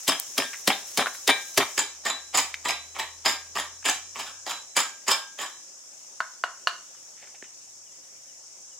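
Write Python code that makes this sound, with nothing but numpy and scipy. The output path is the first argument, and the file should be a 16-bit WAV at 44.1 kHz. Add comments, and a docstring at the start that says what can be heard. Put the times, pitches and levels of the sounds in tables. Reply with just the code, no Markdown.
"""A wooden pestle pounds peanuts in a mortar on a light table under a tin roof, amid droning cicadas.
Close at first: each blow is a gritty force that crunches the nuts, thumps the table and makes it rebound,
so the crockery's modes chatter and ring, while loose nuts rustle. At 1.77 s the sound switches at once to
a place further off, and a far engine, a tone with its half order, swells and fades. After the last blow the
pestle taps the mortar's rim, a set of short modes; small knocks sound and a chick peeps in sliding whistles."""
import sys
import numpy as np
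from scipy import signal
from scipy.fft import rfft, irfft, next_fast_len
from scipy.io import wavfile
from scipy.ndimage import uniform_filter1d, map_coordinates

SR = 44100
rng = np.random.default_rng(int(sys.argv[2]) if len(sys.argv) > 2 else 0)


def decibels_to_gain(level_db):
    """Convert a level in decibels to a linear amplitude gain (20 dB per decade)."""
    exponent = np.asarray(level_db, float) / 20
    return 10 ** exponent


def wav_out(sig):
    """Save sig, one row per channel (or a flat mono array), as 16-bit PCM at SR to the path in sys.argv[1]."""
    wavfile.write(sys.argv[1], SR, np.round(np.clip(np.atleast_2d(sig).T, -1, 1) * 32767).astype(np.int16))


N = 387638

# Cicadas' spectrum. Each row: frequency in Hz, relative density in dB.
CICADA_SPECTRUM = [(2350, -76), (4000, -43), (4990, -49), (5140, 0.5), (5620, 2), (6820, 1.5), (8270, -8),
                   (8760, -14), (9260, -14), (10500, -33), (22000, -120)]
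# Spectrum of the yard's hiss. Each row: frequency in Hz, relative density in dB.
YARD_SPECTRUM = [(15, -59.5), (25, -11), (130, -20.5), (405, -11.5), (463, -18), (531, -9), (1400, -14.5),
                 (4140, -16.5), (5430, -7.5), (6560, -4.5), (9840, -20), (16000, -28.5)]
# Background heard from far. Each row: time in seconds, cicada level in dB, yard level in dB.
BACKGROUND_LEVELS = [(0, -49.5, -46.5), (4, -47, -51), (6, -47.5, -52), (8.79, -47, -53)]
# Likeness of the background at both ears. Each row: frequency in Hz, likeness from 0 to 1.
EAR_LIKENESS = [(60, .995), (180, 0.53), (550, 0.54), (1650, 0.14), (5000, 0.064)]
# Balance of the background. Each row: frequency in Hz, left minus right in dB.
EAR_BALANCE = [(240, 5), (950, -0.5), (6000, 1.5)]
# Far engine. Each row: time in seconds, firing rate in Hz, relative level in dB.
ENGINE_COURSE = [(0, 79.6, -78), (1.74, 76.2, -72), (1.76, 80, -70), (2.6, 80, -61), (3.6, 84, -59.5),
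                 (4.5, 94.6, -70.5), (4.9, 94, -91), (8.79, 77, -87.5)]
# Steady faint tones. Each row: frequency in Hz, middle level in dB.
HUM_TONES = [(125, -78.5), (525, -76)]
# Chick. Each row: start in seconds, level in dB.
CHICK_PEEPS = [(6.945, -61), (7.44, -59), (7.85, -62), (8.27, -64), (8.70, -62)]
# Resonances of nuts rolling in the mortar. Each row: frequency in Hz, width in Hz, relative level in dB.
NUT_RESONANCES = [(1500, 5500, -2.5), (8750, 9000, 2.5)]
# Echo under the roof. Each row: frequency in Hz, t60 in seconds.
ROOF_DECAY = [(150, 0.21), (1000, 0.34), (4000, 0.35), (12000, 0.3)]
# Loose nuts and small knocks. Each row: start in seconds, relative level in dB, pitch in Hz, t60 in seconds.
KNOCKS = [(.162, -37, 1140, 0.044), (0.199, -13.5, 10450, 0.0065), (.53, -31.5, 1800, 0.11),
          (1.059, -18, 1280, 0.024), (1.067, -17.5, 1126, 0.054), (1.147, -37, 1500, 0.025),
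          (1.622, -12.5, 1150, 0.043), (2.541, -21.5, 2510, 0.028), (3.827, -28.5, 1500, 0.013),
          (6.948, -46.5, 1300, 0.029), (7.165, -55, 2120, .6), (7.221, -44.5, 2100, 0.13),
          (7.224, -49, 620, 0.068), (7.267, -50.5, 1900, 0.11), (7.342, -48, 2350, 0.11),
          (7.342, -48.5, 655, 0.052), (7.425, -37.5, 350, 0.022), (7.424, -33, 1960, 0.017),
          (7.44, -44, 2080, 0.06)]
# Pestle on the rim. Each row: start in seconds, relative level in dB, brightness in dB.
RIM_TAPS = [(6.204, -7, -30.5), (6.438, -5.5, -28.5), (6.672, -4, -21.5)]
# Modes of the mortar's wall. Each row: frequency in Hz, relative level in dB, t60 in seconds.
RIM_MODES = [(708, -8.5, 0.023), (1100, -3, 0.013), (1363, 17, 0.0047), (1452, -17, 0.055),
             (1690, -11, 0.011), (2860, -9, 0.014), (4420, -3, 0.0056), (6710, -2.5, 0.0021)]
# Modes of both bowls. Each row: frequency in Hz, relative level in dB, t60 in seconds.
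BOWL_MODES = [(1605, -6, .5), (2342, -6, .24), (3128, -2, .09), (3542, -3, .2), (3676, -3, .14)]
# Mode of the cup. Each row: frequency in Hz, relative level in dB, t60 in seconds.
CUP_MODES = [(3957, 0, .46)]
# Modes of the dishes. Each row: frequency in Hz, relative level in dB from far, relative level in dB
# from close, t60 in seconds.
DISH_MODES = [(3260, -20, -1, .03), (4964, -1, -3, .016), (5195, 1, 3, .024), (6321, -8, -8, .03),
              (6835, -3, -12, .03), (7125, 3, -7, .02), (7660, -1, -5, .02), (9120, -16, -6, .045),
              (10750, -11, -12, .018), (12600, -9, -14, .005)]
# Resonances of the table. Each row: frequency in Hz, width in Hz, relative level in dB.
TABLE_RESONANCES = [(163, 150, -8), (272.3, 49, 1), (404, 57, 0.5), (587, 74, 0.5), (696, 55, 1)]
# Resonances of the mortar at rest. Each row: frequency in Hz, width in Hz, relative level in dB.
MORTAR_RESONANCES = [(805, 210, 2), (1186, 277, 2), (1800, 144, 4), (2345, 420, -2.5), (3234, 440, -2.5),
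                     (5240, 23000, -40)]
# Resonances of splitting shells. Each row: frequency in Hz, width in Hz, relative level in dB.
SHELL_RESONANCES = [(4130, 4400, 22), (10000, 6000, -13.5)]
# Pestle blows. Each row: time in seconds, force in dB, then relative levels in dB of the dish chatter,
# small bowl ring, big bowl ring and cup ring.
PESTLE_BLOWS = [(0.08, -12.5, 4, -10, -17, -20), (0.379, -16.5, 1, -15.5, -10, -16),
                (0.675, -12.5, -5, -15.5, -15, -26), (0.975, -13.5, -4, -15.5, -19, -15),
                (1.277, -13, -4, -7, -7.5, -13), (1.576, -10, -20.5, -13.5, -16.5, -22),
                (1.779, -10, 5.5, -2, -2.5, -6), (2.053, -14, -1, -4, -2, -1.5),
                (2.345, -10.5, 3.5, -5, -23, -13.5), (2.652, -13.5, -3.5, -7, -3.5, -1.5),
                (2.953, -26, -9.5, -9, -19, -2), (3.257, -6.5, 2, -6.5, -7.5, -10.5),
                (3.554, -16.5, -3.5, -5.5, -5.5, -12.5), (3.854, -11, 1.5, -4.5, -27, -12),
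                (4.153, -22.5, -3.5, -5.5, -4, -8), (4.466, -19, -1.5, -8, -3, -2.5),
                (4.767, -8.5, 4, -3, 1, -14), (5.079, -8, 2, -3.5, -5.5, -27),
                (5.391, -21, -1.5, -6.5, -13, -8.5)]
# The table springs back after a blow. Each row: time in seconds, force in dB.
TABLE_REBOUNDS = [(.094, -11), (0.119, -13), (0.397, -14.5), (.42, -16.5), (0.701, -4), (.989, -9),
                  (1.014, -9), (1.292, -0.5), (1.603, -7.5), (2.081, -19), (2.375, -12.5), (2.685, -16),
                  (2.989, -20.5), (3.281, -16.5), (3.585, -19.5), (3.882, -13), (4.191, -23.5), (4.26, -31),
                  (4.497, -21), (4.791, -16.5), (5.108, -11), (5.415, -20.5)]
# How a jolt sounds from each place. Each pair holds blow, rebound: rise_s and t60_s of a usual jolt's
# force in seconds; crack_db, thump_db, chatter_db and ring_db, relative levels in dB. Single values:
# split_s, t60 of the extra decay of shell splitting in seconds; wet_db, echo in dB; left_db, gain in dB
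# on the left and its opposite on the right; bass_hz, bass corner in Hz.
CLOSE_PLACE = dict(rise_s=[.003, .0045], t60_s=[0.091, 0.086], crack_db=[7.5, -32], thump_db=[-4.5, -20],
               chatter_db=[2, -4], ring_db=[-8.5, 11], split_s=0.064, wet_db=-7, left_db=0.63, bass_hz=40.7)
FAR_PLACE = dict(rise_s=[.006, .0055], t60_s=[0.12, .13], crack_db=[-14, -3.5], thump_db=[-15, -20.5],
             chatter_db=[-0.5, 1.5], ring_db=[-0.1, 2.3],
             split_s=0.11, wet_db=-3.5, left_db=-0.36, bass_hz=147)

SWITCH_S = 1.772  # the sound switches at once from the close place to the far one
CLOSE_CICADA_DB, CLOSE_YARD_DB = 8, -1  # change of each background level at the close place
LEAD_S = 0.000284  # the background reaches the left ear first
RIM_SCATTER_DB = 1.2
BIG_BOWL_HZ = 2000  # bowl modes below belong to the big bowl
USUAL_DB = -15  # a jolt of usual strength
LINGER = 0.29  # t60 grows this many dB for each dB under the usual: a soft jolt grinds on
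SQUEEZE_S, SQUEEZE_DB = .014, -26  # the nuts give way just before the pestle lands
SHIFT, SHIFT_DB = .04, 2  # spread of the mortar's relative pitch and of its levels from jolt to jolt
CLUMP_DB = 3  # nuts break in clumps a few ms apart, so the force stutters
PAIR_HZ, BASS_HZ, TOP_HZ = 150, 70, 16100  # below PAIR_HZ the two sides grow alike


def unit(x):
    """Normalization: equal mean power, rms 1."""
    return x / np.sqrt(np.mean(x ** 2) + 1e-20)


def along(points, hz):
    """Interpolation of (Hz, value) points on a logarithmic frequency axis."""
    f, v = np.transpose(points)
    return np.interp(np.log(hz + 1), np.log(f + 1), v)


def curves(rows):
    """Linear interpolation in time: one value per sample for each column after the time."""
    s, *cols = np.transpose(rows)
    return [np.interp(np.arange(N) / SR, s, c) for c in cols]


def wobble(rate):
    """Slow random modulation: a smooth curve through rate random knots a second."""
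    knots = rng.standard_normal(int(N * rate / SR) + 4)
    return map_coordinates(knots, [np.arange(N) * rate / SR])


def filtered(x, response):
    """Linear filtering: the spectrum times a complex response of frequency."""
    m = next_fast_len(x.shape[-1] + 8192)
    return irfft(rfft(x, m) * response(np.fft.rfftfreq(m, 1 / SR)), m)[..., :x.shape[-1]]


def bass_cut(x, corner_hz):
    """Second-order high-pass: two equal first-order sections."""
    return filtered(x, lambda hz: (1j * hz / (1j * hz + corner_hz)) ** 2)


def body(peaks):
    """Resonance: impulse response of damped resonators in alternating phase, energy 1."""
    def response(f):
        total = 0
        for k, (centre, width, db) in enumerate(peaks):
            resonator = 1j * f * width / (centre * centre - f * f + 1j * f * width)
            total = total + (-1) ** k * decibels_to_gain(db) * resonator
        return total
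    answer = filtered(np.eye(1, 4096)[0], response)
    return answer / np.linalg.norm(answer)


def ring(modes, scatter_db, length, beat=0):
    """Modal decay: each strike excites the modes anew; an unround bowl splits its modes, so they beat."""
    t = np.arange(round(length * SR)) / SR
    hz, db, t60 = np.transpose(modes)[:, :, None]
    swell = np.cos(np.pi * beat * t * rng.uniform(.75, 1.3, hz.shape))
    level = decibels_to_gain(db + scatter_db * rng.standard_normal(hz.shape) - 60 * t / t60)
    return np.sum(level * swell * np.sin(2 * np.pi * hz * t), axis=0)


def grit(count, spiky_db):
    """Granular fracture: noise whose size jumps from grain to grain, rms 1."""
    sizes = np.minimum(rng.exponential(size=count // 40 + 1), 3.5)
    sizes = np.repeat(sizes, 40)[:count]
    return unit(rng.standard_normal(count) * decibels_to_gain(spiky_db * sizes))


def driven(force, spiky_db, answer):
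    """Forced vibration: grit under a force curve shakes a body; the energy follows the force."""
    part = signal.fftconvolve(force * grit(len(force), spiky_db), answer)
    return np.pad(part, (0, SR - len(part))) * np.linalg.norm(force) / np.linalg.norm(part)


def roofed(x, wet_db):
    """Reverberation: direct sound plus a fresh tail for each ear, each frequency with its own decay."""
    hz, t, z = signal.stft(rng.standard_normal((2, SR // 2)), SR, nperseg=256)
    decay = decibels_to_gain(-60 * t / along(ROOF_DECAY, hz)[:, None])
    tail = signal.istft(z * decay, SR, nperseg=256)[1]
    likeness = [(300, .999), (700, 0.95), (1500, 0.68), (5000, 0.1)]  # low notes reach both ears alike
    shared = np.clip(along(likeness, np.fft.rfftfreq(tail.shape[1], 1 / SR)), 0, 1)
    left, right = rfft(tail)
    tail[1] = irfft(shared * left + np.sqrt(1 - shared ** 2) * right, tail.shape[1])
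    delayed = np.pad(x, (130, 0))[None]
    wet = signal.fftconvolve(delayed, tail / np.linalg.norm(tail[0]), axes=1)
    return decibels_to_gain(wet_db) * wet + np.pad(x, (0, wet.shape[1] - len(x)))


def add(out, s, x):
    """Superposition: mixes x into out from second s."""
    part = out[:, round(s * SR):][:, :x.shape[1]]
    part += x[:, :part.shape[1]]


def rush(spectrum, patchy_db):
    """Diffuse field: partly alike stereo noise of rms 1 with patches of random gain."""
    z = signal.stft(rng.standard_normal((2, N)), nperseg=512)[2]
    field = rng.standard_normal(z.shape[1:])
    field = uniform_filter1d(uniform_filter1d(field, 6, 0), 10, 1)
    pair = signal.istft(z * decibels_to_gain(patchy_db * unit(field)), nperseg=512)[1][:, :N]

    def spread(hz):
        angle = np.arccos(np.clip(along(EAR_LIKENESS, hz), -1, 1)) / 2
        return decibels_to_gain(along(spectrum, hz)) * [np.cos(angle), np.sin(angle)]

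    def direction(hz):
        balance = decibels_to_gain(np.outer([.5, -.5], along(EAR_BALANCE, hz)))
        return balance * np.exp(np.outer([1j, -1j], hz * np.pi * LEAD_S))

    mid, side = filtered(pair, spread)
    return unit(filtered(np.array([mid + side, mid - side]), direction))


def yard():
    """Broadband ambience: the yard's distant hiss is shaped noise of slowly varying level."""
    level_db = curves(BACKGROUND_LEVELS)[1]
    close = np.arange(N) < SWITCH_S * SR
    level_db = level_db + CLOSE_YARD_DB * close + .7 * wobble(6.9)
    return decibels_to_gain(level_db) * rush(YARD_SPECTRUM, patchy_db=1.8)


def cicadas():
    """Incoherent chorus: band-shaped noise that flutters slowly and quickly."""
    level_db = curves(BACKGROUND_LEVELS)[0]
    close = np.arange(N) < SWITCH_S * SR
    level_db = level_db + CLOSE_CICADA_DB * close + 0.84 * wobble(1.7) + 0.77 * wobble(120)
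    return decibels_to_gain(level_db) * rush(CICADA_SPECTRUM, patchy_db=1.0)


def hums():
    """Steady tones: faint sinusoids wavering in level and phase."""
    t, out = np.arange(N) / SR, np.zeros(N)
    for hz, db in HUM_TONES:
        level = decibels_to_gain(db + 3.5 * wobble(0.94))
        out += level * np.sin(2 * np.pi * hz * t + 1.5 * wobble(3.0))
    return out


def engine():
    """Periodic firing: a far engine sounds its firing rate and the half order below."""
    hz, db = curves(ENGINE_COURSE)
    phase = 2 * np.pi * np.cumsum(hz) / SR
    level = decibels_to_gain(db + 5.0 + .8 * wobble(5.5))
    return level * (np.sin(phase) + decibels_to_gain(-7) * np.sin(phase / 2))


def chick():
    """Frequency modulation: short whistles slide down in pitch."""
    out, t = np.zeros((2, N)), np.arange(round(.055 * SR)) / SR
    pitch_hz = 2750 + 850 * np.exp(-t / 0.018)
    peep = np.sin(2 * np.pi * np.cumsum(pitch_hz) / SR) * np.sin(np.pi * t / t[-1])
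    for s, db in CHICK_PEEPS:
        add(out, s, roofed(decibels_to_gain(db) * peep, wet_db=-10))
    return out


def nuts():
    """Granular friction: up close, loose nuts keep rustling, grit coloured by broad resonances."""
    count = round(SWITCH_S * SR)
    rustle = np.array([grit(count, 2.9), grit(count, 1.9)])
    rustle = rustle + 0.22 * rustle[::-1]  # each side leaks into the other
    rustle = signal.fftconvolve(rustle, body(NUT_RESONANCES)[None], axes=1)[:, :count]
    level = decibels_to_gain(-48.5 + 2.5 * wobble(60)[:count])
    return np.pad(level * rustle, ((0, 0), (0, N - count)))


def knocks():
    """Impulsive excitation: each loose nut or small knock is a gritty puff around one pitch."""
    out, t = np.zeros((2, N)), np.arange(SR // 4) / SR
    for s, db, hz, t60 in KNOCKS:
        burst = decibels_to_gain(db - 60 * t / t60) * (1 - np.exp(-t / (.025 * t60))) * grit(len(t), 3)
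        colour = body([(hz, 0.77 * hz, 0)])
        steep = signal.fftconvolve(colour, colour)  # twice through for steeper skirts
        puff = signal.fftconvolve(burst, steep / np.linalg.norm(steep))
        add(out, s, roofed(puff, wet_db=-12.5))
    return out


def rim_taps():
    """Modal excitation: each tap rings the mortar's wall over a short crack and a juddering clatter."""
    out, t = np.zeros((2, N)), np.arange(SR // 4) / SR
    snap = body([(3700, 3650, 0)])
    snap = np.convolve(snap, snap)
    snap = snap / np.linalg.norm(snap)
    for s, db, bright_db in RIM_TAPS:
        modes = [(hz, level + (bright_db + 29.0) * (hz > 2300), t60) for hz, level, t60 in RIM_MODES]
        crack = decibels_to_gain(bright_db - 1 - 60 * t / 0.065) * rng.standard_normal(len(t))
        crack = np.convolve(crack, snap)[:len(t)]
        # the wood judders after the tap
        judder = driven(decibels_to_gain(-60 * t / 0.013), 1.1, ring(modes, RIM_SCATTER_DB, .25))
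        clatter = decibels_to_gain(-7.5) * judder[:len(t)]
        onset = decibels_to_gain(db + 1.0) * (1 - np.exp(-t / 0.0028))
        tap = onset * (ring(modes, RIM_SCATTER_DB, .25) + crack + clatter)
        add(out, s, roofed(bass_cut(tap, 450), wet_db=-7.5))  # a small mortar radiates no bass
    return out


def retuned_mortar():
    """Resonance shift: the heap of nuts lies differently at each jolt and retunes the mortar."""
    peaks = []
    for hz, width, level in MORTAR_RESONANCES:
        a, b = rng.standard_normal(2)
        peaks.append((hz * (1 + SHIFT * a), width, level + SHIFT_DB * b))
    return body(peaks)


def jolt_force(t, since, db, rise, t60):
    """Impact force: a soft squeeze, then a rise and exponential decay that stutter as clumps break."""
    squeeze = decibels_to_gain(SQUEEZE_DB) * np.minimum(t / SQUEEZE_S, 1) ** 2
    force = np.maximum((1 - np.exp(-since / rise)) ** 2, squeeze) * decibels_to_gain(db - 60 * since / t60)
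    clumps = np.interp(t, np.arange(50) / 250, rng.standard_normal(50))
    return force * decibels_to_gain(CLUMP_DB * clumps)


def pounding():
    """Coupled vibration: every blow and rebound drives mortar, table and crockery with a gritty force."""
    out, t = np.zeros((2, N)), np.arange(SR // 5) / SR
    since = np.maximum(t - SQUEEZE_S, 0)
    table, shell = body(TABLE_RESONANCES), body(SHELL_RESONANCES)
    big = [m for m in BOWL_MODES if m[0] < BIG_BOWL_HZ]
    small = [m for m in BOWL_MODES if m[0] > BIG_BOWL_HZ]
    starts = [row[0] for row in PESTLE_BLOWS]
    jolts = [(*row, 0) for row in PESTLE_BLOWS]  # kind 0 is a blow, 1 a rebound
    for s, db in TABLE_REBOUNDS:
        blow = PESTLE_BLOWS[np.searchsorted(starts, s) - 1]  # a rebound takes the crockery of its blow
        jolts.append((s, db, *blow[2:], 1))
    for s, db, chatter_db, small_db, big_db, cup_db, kind in jolts:
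        is_close = s < SWITCH_S
        place = CLOSE_PLACE if is_close else FAR_PLACE
        rise = place["rise_s"][kind] * decibels_to_gain(.25 * max(USUAL_DB - db, 0))  # a soft jolt sets in gently
        t60 = place["t60_s"][kind] * decibels_to_gain(LINGER * (USUAL_DB - db))
        chatter_db = chatter_db + place["chatter_db"][kind]
        ring_db = place["ring_db"][kind] - 10.0
        mortar = retuned_mortar()
        dishes = [(hz, close_db if is_close else far_db, decay) for hz, far_db, close_db, decay in DISH_MODES]
        force = jolt_force(t, since, db, rise, t60)
        sharp = force * decibels_to_gain(-60 * since / place["split_s"])  # shells split early in the blow
        direct = decibels_to_gain(-5.0) * driven(force, 4.45, mortar)
        direct += decibels_to_gain(place["thump_db"][kind]) * driven(force, 1.0, table)
        direct += decibels_to_gain(place["crack_db"][kind]) * driven(sharp, 1.1, shell)
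        direct += decibels_to_gain(chatter_db - 6.5) * driven(force, 5.7, ring(dishes, 3, .15))
        direct += decibels_to_gain(small_db + ring_db) * driven(force, 17, ring(small, 1.9, 0.38, beat=8.3))
        direct += decibels_to_gain(big_db + ring_db - 10.0) * driven(force, 7.5, ring(big, 1.5, .5, beat=1.33))
        direct += decibels_to_gain(cup_db + ring_db - 1.5) * driven(force, 9.7, ring(CUP_MODES, 0, .45, beat=4.7))
        direct = bass_cut(direct, place["bass_hz"])  # deep bass is trimmed from each jolt, higher up at the far place
        # dishes stand left and right; nuts crack on either side of the pestle
        sides = decibels_to_gain(chatter_db - 15.5) * driven(force, 3.2, ring(dishes, 2.8, .15))
        sides += decibels_to_gain(-18) * driven(force, 5, mortar)
        balance = decibels_to_gain([[place["left_db"]], [-place["left_db"]]])
        onset = s - rise - SQUEEZE_S
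        add(out, onset, roofed(direct, wet_db=place["wet_db"]) * balance)
        add(out, onset, sides * [[1], [-1]])
    return out


def scene():
    """Superposition of all sources at the microphone pair."""
    background = yard() + cicadas() + hums() + engine() + chick()
    return background + nuts() + knocks() + rim_taps() + pounding()


def top_cut(x):
    """Nothing passes above the cut-off."""
    return signal.sosfilt(signal.butter(12, 16990, fs=SR, output="sos"), x)


def record(dry):
    """Close spacing: the pair hears bass alike on both sides and drops deepest bass and highest treble."""
    mid = (dry[0] + dry[1]) / 2
    side = bass_cut((dry[0] - dry[1]) / 2, PAIR_HZ)
    pair = bass_cut(np.array([mid + side, mid - side]), BASS_HZ)
    mix = filtered(pair, lambda hz: hz < TOP_HZ)
    return top_cut(mix)


dry = scene()
out = record(dry)
wav_out(out)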